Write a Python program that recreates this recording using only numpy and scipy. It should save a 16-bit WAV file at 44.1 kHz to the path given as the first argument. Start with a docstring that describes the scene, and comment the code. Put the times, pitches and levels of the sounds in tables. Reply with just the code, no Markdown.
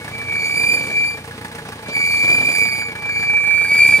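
"""Two brakes squeal close by, three times over, at slightly different pitches that beat together.
An off-road vehicle is creeping down a dirt slope, a little left of a stereo microphone.
Its brake linings hiss, its four-cylinder diesel knocks at idle, and its tyres crunch over grit and
thump over stones. The trees around scatter a little of the squeal."""
import sys
import numpy as np
from scipy import signal
from scipy.fft import rfft, irfft, next_fast_len
from scipy.io import wavfile
from scipy.ndimage import map_coordinates

SR = 44100
rng = np.random.default_rng(int(sys.argv[2]) if len(sys.argv) > 2 else 0)


def pcm_store(signal):
    """Save signal as 16-bit PCM."""
    levels = np.round(np.clip(np.atleast_2d(signal), -1, 1) * 32767)
    wavfile.write(sys.argv[1], SR, levels.astype(np.int16).T)


N = 176400

# how hard the brake linings rub: (time [s], relative strength [dB])
RUB = [(0.0, -67.5), (0.01, -63), (0.29, -66), (0.6, -55.5), (1.16, -65), (1.92, -68), (1.96, -58.5),
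       (2.35, -54), (2.41, -62), (2.48, -53), (2.76, -60), (2.82, -61), (2.85, -72.5), (3.72, -57),
       (3.91, -50), (4.0, -57)]
KNOCK_SCATTER_DB = 2.57  # from one firing to the next


def amp(db):
    """Decibels to gain."""
    return 10 ** (np.asarray(db) / 20)


def unit(x):
    """Scaled to rms 1."""
    return x / np.sqrt(np.mean(x ** 2) + 1e-20)


def along(points, hz):
    """Read (frequency, value) points on a log frequency axis."""
    freqs, values = np.transpose(points)
    return np.interp(np.log(hz + 1), np.log(freqs + 1), values)


def curves(rows):
    """One value per sample for each column after the time."""
    times, *columns = np.transpose(rows)
    return [np.interp(np.arange(N) / SR, times, column) for column in columns]


def wobble(rate):
    """A smooth random curve, rate knots a second."""
    return map_coordinates(rng.standard_normal(int(N * rate / SR) + 4), [np.arange(N) * rate / SR])


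def filtered(x, response):
    """Filter x by a gain given as a function of frequency."""
    size = next_fast_len(N + SR // 2)
    return irfft(rfft(x, size) * response(np.fft.rfftfreq(size, 1 / SR)), size)[..., :N]


def panned(db):
    """Left and right gains of constant total power, the left louder by db."""
    gains = amp(np.array([[.5], [-.5]]) * db)
    return gains / np.sqrt(np.mean(gains ** 2, axis=0))


def rush(colour, drive=1, pan=None):
    """Stereo noise of rms 1, shaped by a drive and then coloured; the treble spreads widest."""
    # likeness of the two channels: (frequency [Hz], correlation [0 to 1])
    likeness = [(100, 0.984), (300, 1), (700, 1), (1500, 0.62), (5000, 0.497), (12000, 0.15)]
    # the vehicle's balance at the microphone: (frequency [Hz], left minus right [dB])
    vehicle_pan = [(200, -0.02), (700, 0.92), (2000, -2.5), (6000, -2), (10000, -4.5)]
    pan = vehicle_pan if pan is None else pan

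    def mid_side_gains(hz):
        angle = np.arccos(np.clip(along(likeness, hz), -1, 1)) / 2
        return amp(along(colour, hz)) * [np.cos(angle), np.sin(angle)]

    mid, side = filtered(drive * rng.standard_normal((2, N)), mid_side_gains)
    return unit(filtered(np.array([mid + side, mid - side]), lambda hz: panned(along(pan, hz))))


def background():
    """A steady bed of engine and forest noise."""
    # spectrum of the bed: (frequency [Hz], relative level [dB])
    colour = [(25, -23), (45, -23), (110, -3), (300, -1.5), (500, -8), (1000, -13), (1700, -5.5),
              (3000, -11), (6000, -20.5), (9000, -33), (11000, -31.5), (15500, -48)]
    return amp(-43.5) * rush(colour)


def trees(sound, t60_s=.12):
    """Trunks and banks around the track give a short, diffuse answer."""
    t = np.arange(SR // 3) / SR
    tail = unit(rng.standard_normal((2, len(t))) * amp(-60 * t / t60_s)) / np.sqrt(len(t))
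    return amp(-19) * signal.fftconvolve(sound, tail, axes=1)[:, :N]


def tyres(grains_per_s=380, grain_spread_db=5):
    """The tyres roll over dirt and bump over stones; grit cracks under the load."""
    # rolling on dirt: (time [s], level [dB])
    roll = [(0, -39), (.4, -39.5), (.8, -32.5), (1.1, -42), (1.7, -41), (2.1, -39), (2.5, -32.5),
            (2.9, -44), (3.6, -44), (4, -34.5)]
    # stones under the tyres: (time of peak [s], level [dB], length [s])
    bumps = [(.74, -44, 0.043), (.9, -31, .03), (1.68, -38.5, 0.057), (1.889, -29.5, 0.032),
             (2.235, -28.5, .022), (2.31, -28.5, 0.041), (2.415, -29.5, 0.032), (3.72, -33, .03),
             (3.99, -31.5, 0.041)]
    # spectra of the tyres and of the grit: (frequency [Hz], relative level [dB])
    tyre_colour = [(50, -31), (110, -7), (170, 0), (280, -1), (380, -4.5), (520, -3), (900, -8.5),
                   (1600, -12.5), (4000, -14), (8000, -30.5), (15000, -47)]
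    grit_colour = [(400, -28), (1200, 6), (4000, -3), (9000, 8), (15000, -31)]
    t = np.arange(N) / SR
    load = amp(curves(roll)[0])
    for peak_s, db, length_s in bumps:
        age = np.maximum(t - peak_s + length_s / 2, 0) / (length_s / 2)
        load = np.hypot(load, amp(db) * age * np.exp(1 - age))
    cracks = rng.random(N) < grains_per_s / SR
    grains = cracks * amp(grain_spread_db * np.minimum(rng.exponential(size=N), 4))
    rumble = rush(tyre_colour, amp(2.5 * wobble(80)))
    return load * (rumble + amp(-15) * rush(grit_colour, grains))


def engine_block(firings, rise_s=0.0032, scatter_hz=10.4):
    """Each cylinder rings the modes of the block in its own way."""
    # block modes: (frequency [Hz], decay [s], level for each of the four cylinders [dB])
    modes = [(459, 0.032, -42.5, -42, -51.5, -46), (848, .036, -46.5, -42.5, -45.5, -48.5),
             (1159, 0.014, -49.5, -54, -44.5, -45.5), (1468, 0.012, -44, -61, -41, -52.5),
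             (1639, 0.012, -44.5, -52, -39, -56), (1693, 0.015, -40.5, -45.5, -36, -49),
             (1787, 0.006, -47, -54, -38, -55.5)]
    out, t = np.zeros(N + SR), np.arange(SR // 6) / SR
    for hz, decay_s, *levels in modes:
        shape = (1 - np.exp(-t / rise_s)) * np.exp(-t / decay_s)
        shape = np.sqrt(2) * shape / shape.max()
        for k, start in enumerate(firings):
            size = amp(levels[k % len(levels)] + KNOCK_SCATTER_DB * rng.normal())
            ring = np.sin(2 * np.pi * ((hz + scatter_hz * rng.normal()) * t + rng.random()))
            out[start:start + len(t)] += size * shape * ring
    return out[:N]


def exhaust(cycles):
    """The exhaust hums on multiples of the firing rate."""
    # harmonics from the firing rate up: (level [dB])
    levels = [-69, -56.5, -48.5, -47.5, -48.5, -53.5]
    hum = sum(amp(db + 1.9 * wobble(6.23)) * np.sin(2 * np.pi * (k * cycles + rng.random()))
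              for k, db in enumerate(levels, 1))
    return np.sqrt(2) * hum


def engine(knock_rise_s=0.0021, knock_decay_s=0.017):
    """Each firing of the diesel thuds, clatters and rings the block; the midrange grows as it nears."""
    # idle speed: (time [s], firing rate [Hz])
    speed = [(0, 29.65), (0.55, 28.22), (0.75, 30.11), (1.15, 29.32), (1.5, 29.25), (2.1, 28.54),
             (2.7, 30.1), (3.15, 28.76), (4, 28.96)]
    # cylinders in firing order: (relative thud [dB], relative clatter [dB])
    cylinders = [(-0.5, 2.5), (3, 5), (1.5, 5.5), (-3.5, -4)]
    # spectra of the thud and of the clatter: (frequency [Hz], relative level [dB])
    thud_colour = [(50, -41.5), (90, 5.5), (150, -1), (260, 2), (360, -9.5), (450, -2.5), (530, -5.5),
                   (680, -7), (850, 0), (1300, -14), (2500, -29.5)]
    clatter_colour = [(400, -44), (1000, -1), (1170, 2.5), (1400, 0.5), (2100, 3.5), (3000, -5),
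                      (5000, -9.5), (7500, -19), (9200, -5.5), (11000, -29.5), (15000, -16.5)]
    # nearness to the microphone: (time [s], midrange lift before weighting [dB])
    nearness = [(0, 0), (1.5, -2.5), (2.9, 0.5), (3.35, 4.5), (4, 1)]
    # the band that is lifted: (frequency [Hz], weight [dB])
    midrange = [(700, -43), (1200, -1), (2000, -2.5), (4000, -23), (9000, -16)]
    cycles = np.cumsum(curves(speed)[0]) / SR - .27  # one cycle per firing
    firings = np.searchsorted(cycles, np.arange(int(cycles[-1]) + 1))
    t = np.arange(SR // 8) / SR
    knock = (1 - np.exp(-t / knock_rise_s)) * np.exp(-t / knock_decay_s)
    scatter_db = KNOCK_SCATTER_DB * rng.standard_normal((len(firings), 1))
    sizes = amp(np.resize(cylinders, (len(firings), 2)) + scatter_db)
    thud, clatter = [signal.fftconvolve(np.bincount(firings, size, N), knock)[:N] for size in sizes.T]
    metal = amp(-39) * rush(clatter_colour, clatter) + engine_block(firings)
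    lift = amp(curves(nearness)[0]) - 1
    metal += lift * filtered(metal, lambda hz: amp(along(midrange, hz)))
    return exhaust(cycles) + amp(-40) * rush(thud_colour, thud) + metal


def linings(growth=1.22):
    """The brake linings hiss more the harder they rub."""
    # spectrum of the hiss: (frequency [Hz], relative level [dB])
    colour = [(1200, -28), (2300, 12), (3000, -6), (5000, -2), (7500, -3.5), (9200, 6), (11000, -7),
              (14000, -6), (16000, -14)]
    # its balance at the microphone: (frequency [Hz], left minus right [dB])
    pan = [(3000, -16), (6500, -1), (9000, -3), (14000, -17.5)]
    rub_db, = curves(RUB)
    hiss_db = 18.5 + rub_db.mean() + growth * (rub_db - rub_db.mean())
    return amp(hiss_db + 1.9 * wobble(70)) * rush(colour, pan=pan)


def brake(squeals, fade_s=0.023):
    """A brake sings while it grips: one tone with weak, fluttering overtones; hard rubbing chatters."""
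    # balance of the fundamental at the microphone: (time [s], left minus right [dB])
    balance = [(0, 0.5), (.7, -3), (1, 2), (1.9, -1.5), (2.3, 0.5), (2.65, -5), (3.25, 0), (3.55, -9.5),
               (3.8, 4), (4, -5)]
    # harmonics 2 to 6: (relative level [dB], left minus right [dB])
    overtones = [(0, 1), (-7, 7), (-4, -14), (-18, -5.5), (-20, -9)]
    jitter_hz, flutter_db, overtone_flutter_db = 2.567, 1.73, 3.5
    chatter_hz, chatter_db = 9.6, 1.2  # at the hardest rub
    squeal_phase_offset_rad = 0.44 * np.array([[-.5], [.5]])  # small and constant, between left and right
    drift = lambda rate: np.array([wobble(rate), wobble(rate)])
    t = np.arange(N) / SR
    rub_db, = curves(RUB)
    rub = amp(rub_db - rub_db.max())
    hz, db, overtone_db = curves([row for rows in squeals for row in rows])
    inside_s = np.max([np.minimum(t - rows[0][0], rows[-1][0] - t) for rows in squeals], axis=0)
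    gate = np.clip(inside_s / fade_s + 1, 0, 1)
    phase = 2 * np.pi * np.cumsum(hz + jitter_hz * wobble(110) + chatter_hz * rub * wobble(260)) / SR
    size = amp(db + flutter_db * wobble(40) + chatter_db * rub * wobble(90))
    tone = size * np.sin(phase + squeal_phase_offset_rad + .15 * drift(8)) * panned(curves(balance)[0])
    for k, (level_db, pan_db) in enumerate(overtones, 2):
        size = amp(overtone_db + level_db + overtone_flutter_db * wobble(110))
        tone += size * np.sin(k * phase + .3 * drift(20)) * panned(pan_db)
    return np.sqrt(2) * gate * tone


def brakes():
    """Two brakes sing so close in pitch that they beat."""
    # each brake's squeals, one list apiece: (time [s], pitch [Hz], level [dB], overtone level [dB])
    high_squeals = [
        [(0.09, 2318.0, -48, -69.0), (0.14, 2318.0, -29.5, -55), (0.27, 2325.0, -27.5, -54.0),
         (0.35, 2334.0, -19, -45.5), (0.51, 2356.0, -24, -42.5), (0.58, 2373.0, -23.5, -32),
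         (0.64, 2375.0, -17.5, -35), (0.75, 2387.0, -15.5, -31.0), (0.8, 2390.0, -29.5, -52),
         (0.89, 2365.0, -27.5, -50), (0.99, 2356.0, -16, -38), (1.1, 2362.0, -21.5, -38.5),
         (1.22, 2356.0, -46, -60)],
        [(1.84, 2334.0, -43.5, -64), (1.95, 2353.0, -24.5, -37.5), (2.08, 2356.0, -19.5, -37),
         (2.21, 2356.0, -15, -35), (2.28, 2364.0, -16, -38.5), (2.33, 2387.0, -11.5, -32.5),
         (2.39, 2383.0, -25, -39.5), (2.48, 2379.0, -15.5, -37.5), (2.55, 2391.0, -25, -32),
         (2.61, 2392.0, -17, -32), (2.77, 2392.0, -28.5, -37), (2.87, 2344.0, -23.5, -42),
         (2.93, 2338.0, -37.5, -56)],
        [(2.96, 2324.0, -33.5, -60), (3.07, 2344.0, -24.5, -47.5), (3.2, 2341.0, -20.5, -39.5),
         (3.35, 2338.0, -15.0, -47), (3.55, 2332.0, -13, -45), (3.66, 2338.0, -19, -36.5),
         (3.7, 2363.0, -26.5, -39), (3.77, 2373.0, -19, -32), (3.83, 2363.0, -10.0, -34),
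         (3.91, 2382.0, -14.0, -33), (4.0, 2371.0, -35, -43)],
    ]
    low_squeals = [
        [(0, 2200, -40, -65), (.12, 2257, -39.5, -65), (.2, 2220, -45, -66)],
        [(0.25, 2235, -45.0, -64.0), (0.32, 2262, -25, -49), (0.46, 2268, -25, -35.5), (0.6, 2327, -20, -46),
         (0.69, 2345, -20, -45), (0.76, 2351, -21, -34.5), (0.82, 2321, -23.5, -39), (0.94, 2279.0, -29.5, -50),
         (1.02, 2284, -29, -48), (1.15, 2290, -46, -66)],
        [(1.91, 2310, -71, -68.0), (1.95, 2272.0, -21.0, -44), (2.01, 2267, -16, -40.0), (2.12, 2270, -28, -36),
         (2.27, 2266, -23, -42), (2.37, 2356, -18, -35.5), (2.46, 2327.0, -16, -48), (2.53, 2302, -22.5, -34.5),
         (2.63, 2288, -14, -43), (2.7, 2262.0, -22, -43), (2.83, 2262, -27.5, -46.5), (2.92, 2248, -32, -59)],
        [(3.08, 2320, -44, -66.0), (3.12, 2242, -27, -45), (3.36, 2210, -43, -57), (3.52, 2226, -30, -43),
         (3.65, 2242.0, -32.0, -50), (3.72, 2289, -12.0, -38), (3.81, 2291, -16, -32), (3.9, 2314, -14.5, -40),
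         (3.97, 2314, -10.0, -34.5), (4.0, 2345, -24.5, -53)],
    ]
    return brake(high_squeals) + brake(low_squeals)


def scene():
    """The vehicle starts a little left of the microphone and ends nearer the centre."""
    # earlier arrival on the left: (time [s], lead [ms])
    lead = [(0, 0.15), (3.2, 0.16), (3.55, 0.088), (4, 0.041)]
    squeal = brakes()
    left, right = squeal + linings() + engine() + tyres() + background()
    lag_samples = curves(lead)[0] * SR / 1000
    right = map_coordinates(right, [np.arange(N) - lag_samples], order=5)
    return np.array([left, right]) + trees(squeal)


def record(dry):
    """The microphone passes nothing above its band limit."""
    top_hz = 15700
    return filtered(dry, lambda hz: hz < top_hz)


dry = scene()
out = record(dry)
pcm_store(out)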